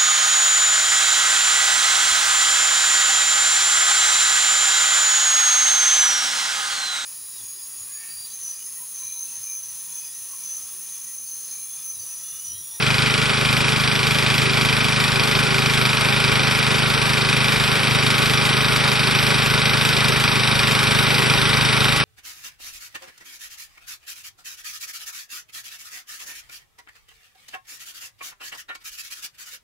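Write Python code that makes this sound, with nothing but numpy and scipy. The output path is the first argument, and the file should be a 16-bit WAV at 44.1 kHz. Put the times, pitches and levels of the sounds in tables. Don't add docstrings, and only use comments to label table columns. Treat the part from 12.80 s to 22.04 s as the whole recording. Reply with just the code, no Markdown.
import sys
import numpy as np
from scipy import signal
from scipy.fft import rfft, irfft, next_fast_len
from scipy.io import wavfile
from scipy.ndimage import uniform_filter1d

SR = 44100
rng = np.random.default_rng(int(sys.argv[2]) if len(sys.argv) > 2 else 0)


def boost_factor(decibels):
    exponent = np.asarray(decibels, float) / 20
    return 10 ** exponent


def generate_wav(sig):
    pcm = np.round(np.clip(np.atleast_2d(sig).T, -1, 1) * 32767).astype(np.int16)
    wavfile.write(sys.argv[1], SR, pcm)


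N = 407484
TIME = np.arange(N) / SR
SIZE = next_fast_len(N + SR // 2)
BINS_HZ = np.maximum(np.arange(SIZE // 2 + 1) * SR / SIZE, 1)


def in_pitch(rows):
    hz, *columns = np.transpose(rows)
    return [np.interp(np.log(BINS_HZ), np.log(hz), c) for c in columns]


def rms_one(x):
    return x / np.sqrt(np.mean(x ** 2) + 1e-20)


def filtered(x, response):
    return irfft(rfft(x, SIZE) * response, SIZE)[..., :N]


def drift(rate):
    knots = rng.standard_normal(int(N / SR * 40) + 2)
    memory = np.exp(-2 * np.pi * rate / 40)
    wander = rms_one(signal.lfilter([1], [1, -memory], knots))
    return np.interp(TIME * 40, np.arange(len(knots)), wander)


def nearing(start_db, share):
    return start_db - share * 20 * np.log10(1 - .45 * TIME / 16)


# time in seconds, speed in cycles per second.
SPEED = [(0.0, 25.426), (1.05, 25.928), (1.55, 25.692), (1.7, 26.113), (2.05, 25.472), (2.95, 26.127),
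         (3.1, 25.206), (3.3, 26.145), (3.7, 25.727), (4.55, 25.716), (5.85, 25.896), (6.0, 25.783),
         (7.0, 25.616), (7.15, 25.88), (8.05, 25.088), (8.3, 25.908), (8.8, 25.562), (9.24, 25.718)]


def engine_turns():
    s, cycles_per_s = np.transpose(SPEED)
    return np.cumsum(np.interp(TIME, s, cycles_per_s)) / SR - .619


# share of the cycle, relative pressure, width in ms.
PUFFS = [
    (.26, -.15, 1.9),
    (.36, .03, 1.8),
    (.47, -.05, 1.5),
    (.545, .09, 1.5),
    (.855, -.042, 1.5),
]


def muffler(turns, spread_db, cut_hz):
    cycle = np.floor(turns)
    row = cycle.astype(int) + 1
    late, burn_db = JITTER[row, 0], BURN_DB[row]
    out = 0
    for share, pressure, width_ms in PUFFS:
        timing, strength = rng.standard_normal((2, len(BURN_DB)))[:, row]
        ms = (turns - cycle - share) / .02575 + .15 * timing - .25 * late
        u = ms / width_ms
        out = out + pressure * boost_factor(spread_db * strength + burn_db) * (1 - u ** 2) * np.exp(-u ** 2 / 2)
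    return rms_one(filtered(out, 1 / np.sqrt(1 + (cut_hz / BINS_HZ) ** 6)))


def crank(turns):
    return np.sqrt(2) * boost_factor(.8 * drift(4)) * np.sin(4 * np.pi * turns + 1.2)


# share of the cycle, then levels in dB of the blow
CONTACTS = [
    (-.004, 0, -12, -14, -7),
    (.045, -20, -2, -6, 0),
    (.21, -15, -14, -5, -3),
    (.29, -18, -10, 0, -9),
    (.47, -11, 0, -10, -10),
    (.6, -16, -12, -9, -12),
    (.81, -22, -12, -8, -19),
    (.89, -24, -16, -6, -22),
]
CYCLES = 245
BURN_DB = .7 * rng.standard_normal(CYCLES)
JITTER = rng.standard_normal((CYCLES, 1)) + .4 * rng.standard_normal((CYCLES, len(CONTACTS)))


def strikes(turns, levels_db, jitter_ms, spread_db):
    cycles = np.arange(-1, int(turns[-1]) + 1)[:, None]
    chance = rng.standard_normal((len(cycles), len(CONTACTS)))
    at = np.interp(cycles + np.array(CONTACTS)[:, 0], turns, TIME, left=np.nan, right=np.nan)
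    at = (at + JITTER[:len(cycles)] * jitter_ms / 1000) * SR
    good = (at >= 0) & (at < N)
    heights = boost_factor(levels_db + BURN_DB[:len(cycles), None] + spread_db * chance)
    clicks = np.zeros(N)
    np.add.at(clicks, at[good].astype(int), heights[good])
    return clicks


def ring(clicks, hz, t60):
    r, w = boost_factor(-60 / (t60 * SR)), 2 * np.pi * hz / SR
    return signal.lfilter([0, np.sin(w)], [1, -2 * r * np.cos(w), r * r], clicks + 1e-18)


def metal(turns, modes, column, spread_db, rattle_db, in_step=False):
    rattles_per_s = 1500
    out = 0
    for k, (hz, level_db, t60) in enumerate(modes):
        clicks = strikes(turns, np.array(CONTACTS)[:, column], jitter_ms=.25, spread_db=spread_db)
        hits = rng.standard_normal(N) * (rng.random(N) < rattles_per_s / SR)
        loose = boost_factor(rattle_db + .5 * drift(2.1)) * hits
        sign = -1 if in_step else (-1) ** k
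        out = out + sign * boost_factor(level_db) * ring(clicks + loose, hz, t60)
    return rms_one(out)


# mode in Hz, level in dB, T60 in seconds.
HEAD = [(2144, -9, .035), (2380, 1, .028), (2535, -4.5, .045), (3065, -11, .06), (4090, -16, .05),
        (4610, -9, .025), (4928, -11, .04), (5720, -16, .02)]


def head(turns):
    return metal(turns, HEAD, column=1, spread_db=.5, rattle_db=-31)


# mode in Hz, level in dB, T60 in seconds.
PIPE = [(311.6, -11, 0.13), (392.1, -4.5, 0.29), (441, 1, 0.082), (816.4, -6.5, 0.21), (954, -5.5, 0.091),
        (1131, 3.5, 0.051), (1258, -2.5, 0.098)]


def pipe(turns):
    return metal(turns, PIPE, column=2, spread_db=1.8, rattle_db=-20, in_step=True)


# mode in Hz, level in dB, T60 in seconds.
COVERS = [(1386, 2, 0.029), (1491, 1.5, 0.041), (1634, -11.5, 0.072), (1998, -10, 0.088)]


def covers(turns):
    return metal(turns, COVERS, column=3, spread_db=0, rattle_db=-16)


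# mode in Hz, level in dB, T60 in seconds.
FINS = [(3705, 0, 0.06), (3785, 0, 0.05)]


def fins(turns):
    facing_db, away_db, swing_s = -31, -14, 3.2
    level_db = facing_db + away_db * np.exp(-TIME / swing_s)
    return boost_factor(level_db) * metal(turns, FINS, column=4, spread_db=2, rattle_db=-25)


# mode in Hz, level in dB, T60 in seconds.
VALVE = [(3066, -5.5, 0.014), (3346, -5, 0.051)]


def valve(turns):
    levels_db = np.where(np.arange(len(CONTACTS)) == 2, 0, -14.0)
    out = 0
    for hz, db, t60 in VALVE:
        clicks = strikes(turns, levels_db, jitter_ms=.4, spread_db=1.5)
        out = out + boost_factor(db) * ring(clicks, hz, t60)
    return rms_one(out)


# frequency in Hz, density in dB per Hz.
HISS = [(900, -9), (1800, -9.5), (2500, -9), (3800, -3), (4000, -4), (5000, -5.5), (6000, -10),
        (7000, -18.5), (8490, -14.5), (11300, -15.5), (12600, -15), (13000, -80)]


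def hiss(turns, burst_ms, tail_ms, tail_db):
    clicks = strikes(turns, np.array(CONTACTS)[:, 4], jitter_ms=.25, spread_db=1.5)
    burst = signal.lfilter([1], [1, -np.exp(-1000 / burst_ms / SR)], clicks)
    burst = burst * signal.lfilter([1, .6], 1, rng.standard_normal(N))
    rush = boost_factor(tail_db) * np.exp(-(turns % 1) * 18.7 / tail_ms) * rng.standard_normal(N)
    return rms_one(filtered(burst + rush, boost_factor(in_pitch(HISS)[0])))


# time in seconds, peak level in dB.
STONES = [(0.7297, -6), (1.012, -14), (1.3208, -31), (1.3492, -30), (1.5528, -27), (1.8481, -34.5),
          (2.0506, -28), (2.4812, -34), (3.211, -18), (3.7882, -26), (4.7325, -31), (5.3894, -33),
          (5.6595, -28), (5.9594, -36), (6.1194, -33), (6.6607, -28), (7.0932, -19), (7.2812, -25),
          (7.404, -30), (7.9173, -32), (8.033, -20), (9.0394, -31), (9.1725, -21)]


def stones(tick_ms):
    clicks = np.zeros(N)
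    for s, db in STONES:
        clicks[int(s * SR)] = boost_factor(db)
    tick = signal.lfilter([1], [1, -np.exp(-1000 / tick_ms / SR)], clicks) * rng.standard_normal(N)
    tick = signal.sosfilt(signal.butter(2, 4000, "high", fs=SR, output="sos"), tick)
    return signal.sosfilt(signal.butter(8, 12600, fs=SR, output="sos"), tick)


# frequency in Hz, density in dB per Hz.
CHURN = [(18, -22), (40, -15), (130, 0), (335, -11.5), (560, -2.5), (690, -8.5), (940, -3), (1500, -3),
         (2400, -1), (3800, -8), (4000, -24.5), (5800, -14.5), (12600, -22), (13000, -60)]


def churn(patchy_db):
    noise = rng.standard_normal((2, N)) * boost_factor(patchy_db * drift(6.6))
    return rms_one(filtered(noise, boost_factor(in_pitch(CHURN)[0])))


# frequency in Hz, left lead in radians, left-right level difference in dB,
# share of scattered sound.
PORTS = [(40, -.2, 1, .3), (90, -.88, .3, .3), (200, -1.12, 0, .5), (500, -1.46, -.5, .3),
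         (1100, -1.05, 1, .3), (2400, -.8, .6, .35), (3700, -.7, -1.2, .4), (4600, -.35, -1.5, .4),
         (5600, -.1, -.5, .3), (9000, 0, 0, .15)]


def microphones(direct, scattered):
    lead, balance_db, share = in_pitch(PORTS)
    side = np.array([[1], [-1]])
    ports = boost_factor(side * balance_db / 2) * np.exp(.5j * side * lead)
    return filtered(direct, ports) + filtered(side * scattered, ports * share)


def scene():
    turns = engine_turns()
    low_db, cover_db = nearing(-23.5, .27), nearing(-26.5, .72)
    head_db, hiss_db = nearing(-22.5, -.67), nearing(-35, 1)
    valve_db = nearing(-33, -3.2)
    lull_db = -2.5 * (turns % 1) ** 2
    rush, scatter = churn(patchy_db=.63)
    direct = boost_factor(low_db - .92) * muffler(turns, spread_db=-.1, cut_hz=113)
    direct += boost_factor(low_db - 17) * crank(turns)
    direct += boost_factor(head_db - 3) * head(turns)
    direct += boost_factor(cover_db - 2.5) * pipe(turns)
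    direct += boost_factor(cover_db - 4) * covers(turns)
    direct += fins(turns)
    direct += boost_factor(valve_db) * valve(turns)
    direct += boost_factor(hiss_db + 9.5) * hiss(turns, burst_ms=3.9, tail_ms=81, tail_db=-2.5)
    direct += boost_factor(-9) * stones(tick_ms=1.1)
    direct += boost_factor(cover_db + 3.5 + lull_db) * rush
    return microphones(direct, boost_factor(cover_db + 5) * scatter)


def housing(x):
    notch = boost_factor(-6 * np.exp(-((BINS_HZ - 6376) / 243) ** 2 / 2))
    top = 1 / np.sqrt(1 + (BINS_HZ / 13000) ** 60)
    bottom = 1 / np.sqrt(1 + (15 / BINS_HZ) ** 4)
    return filtered(x, notch * top * bottom)


def starved(x):
    hz, s, cells = signal.stft(x, SR, window="cosine", nperseg=2048)
    hz = hz[:, None]
    calm = np.abs(s[:, None] - np.array(STONES)[:, 0]).min(axis=1) > .012
    by_notch = (hz > 6300) * np.clip((7900 - hz) / 1000, 0, 1)
    at_top = np.clip((hz - 11200) / 1000, 0, 2)
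    top_db = 3 + 1.3 * np.interp(s, TIME, drift(3.8))
    notch_db = 1 + .55 * s + 1.3 * np.interp(s, TIME, drift(2.8))
    threshold_db = -62 + .3 * s + rng.standard_normal(len(s)) + by_notch * notch_db + at_top * top_db
    weak = uniform_filter1d(np.abs(cells.mean(axis=0)), size=3) < boost_factor(threshold_db)
    cells = cells * ~(weak & calm & (hz > 5500))
    return signal.istft(cells, SR, window="cosine", nperseg=2048)[1][:, :N]


def band_limit(x):
    return signal.sosfilt(signal.butter(12, 15800, fs=SR, output="sos"), x)


def record(dry):
    mix = starved(housing(dry))
    return band_limit(mix)


dry = scene()
out = record(dry)
generate_wav(out)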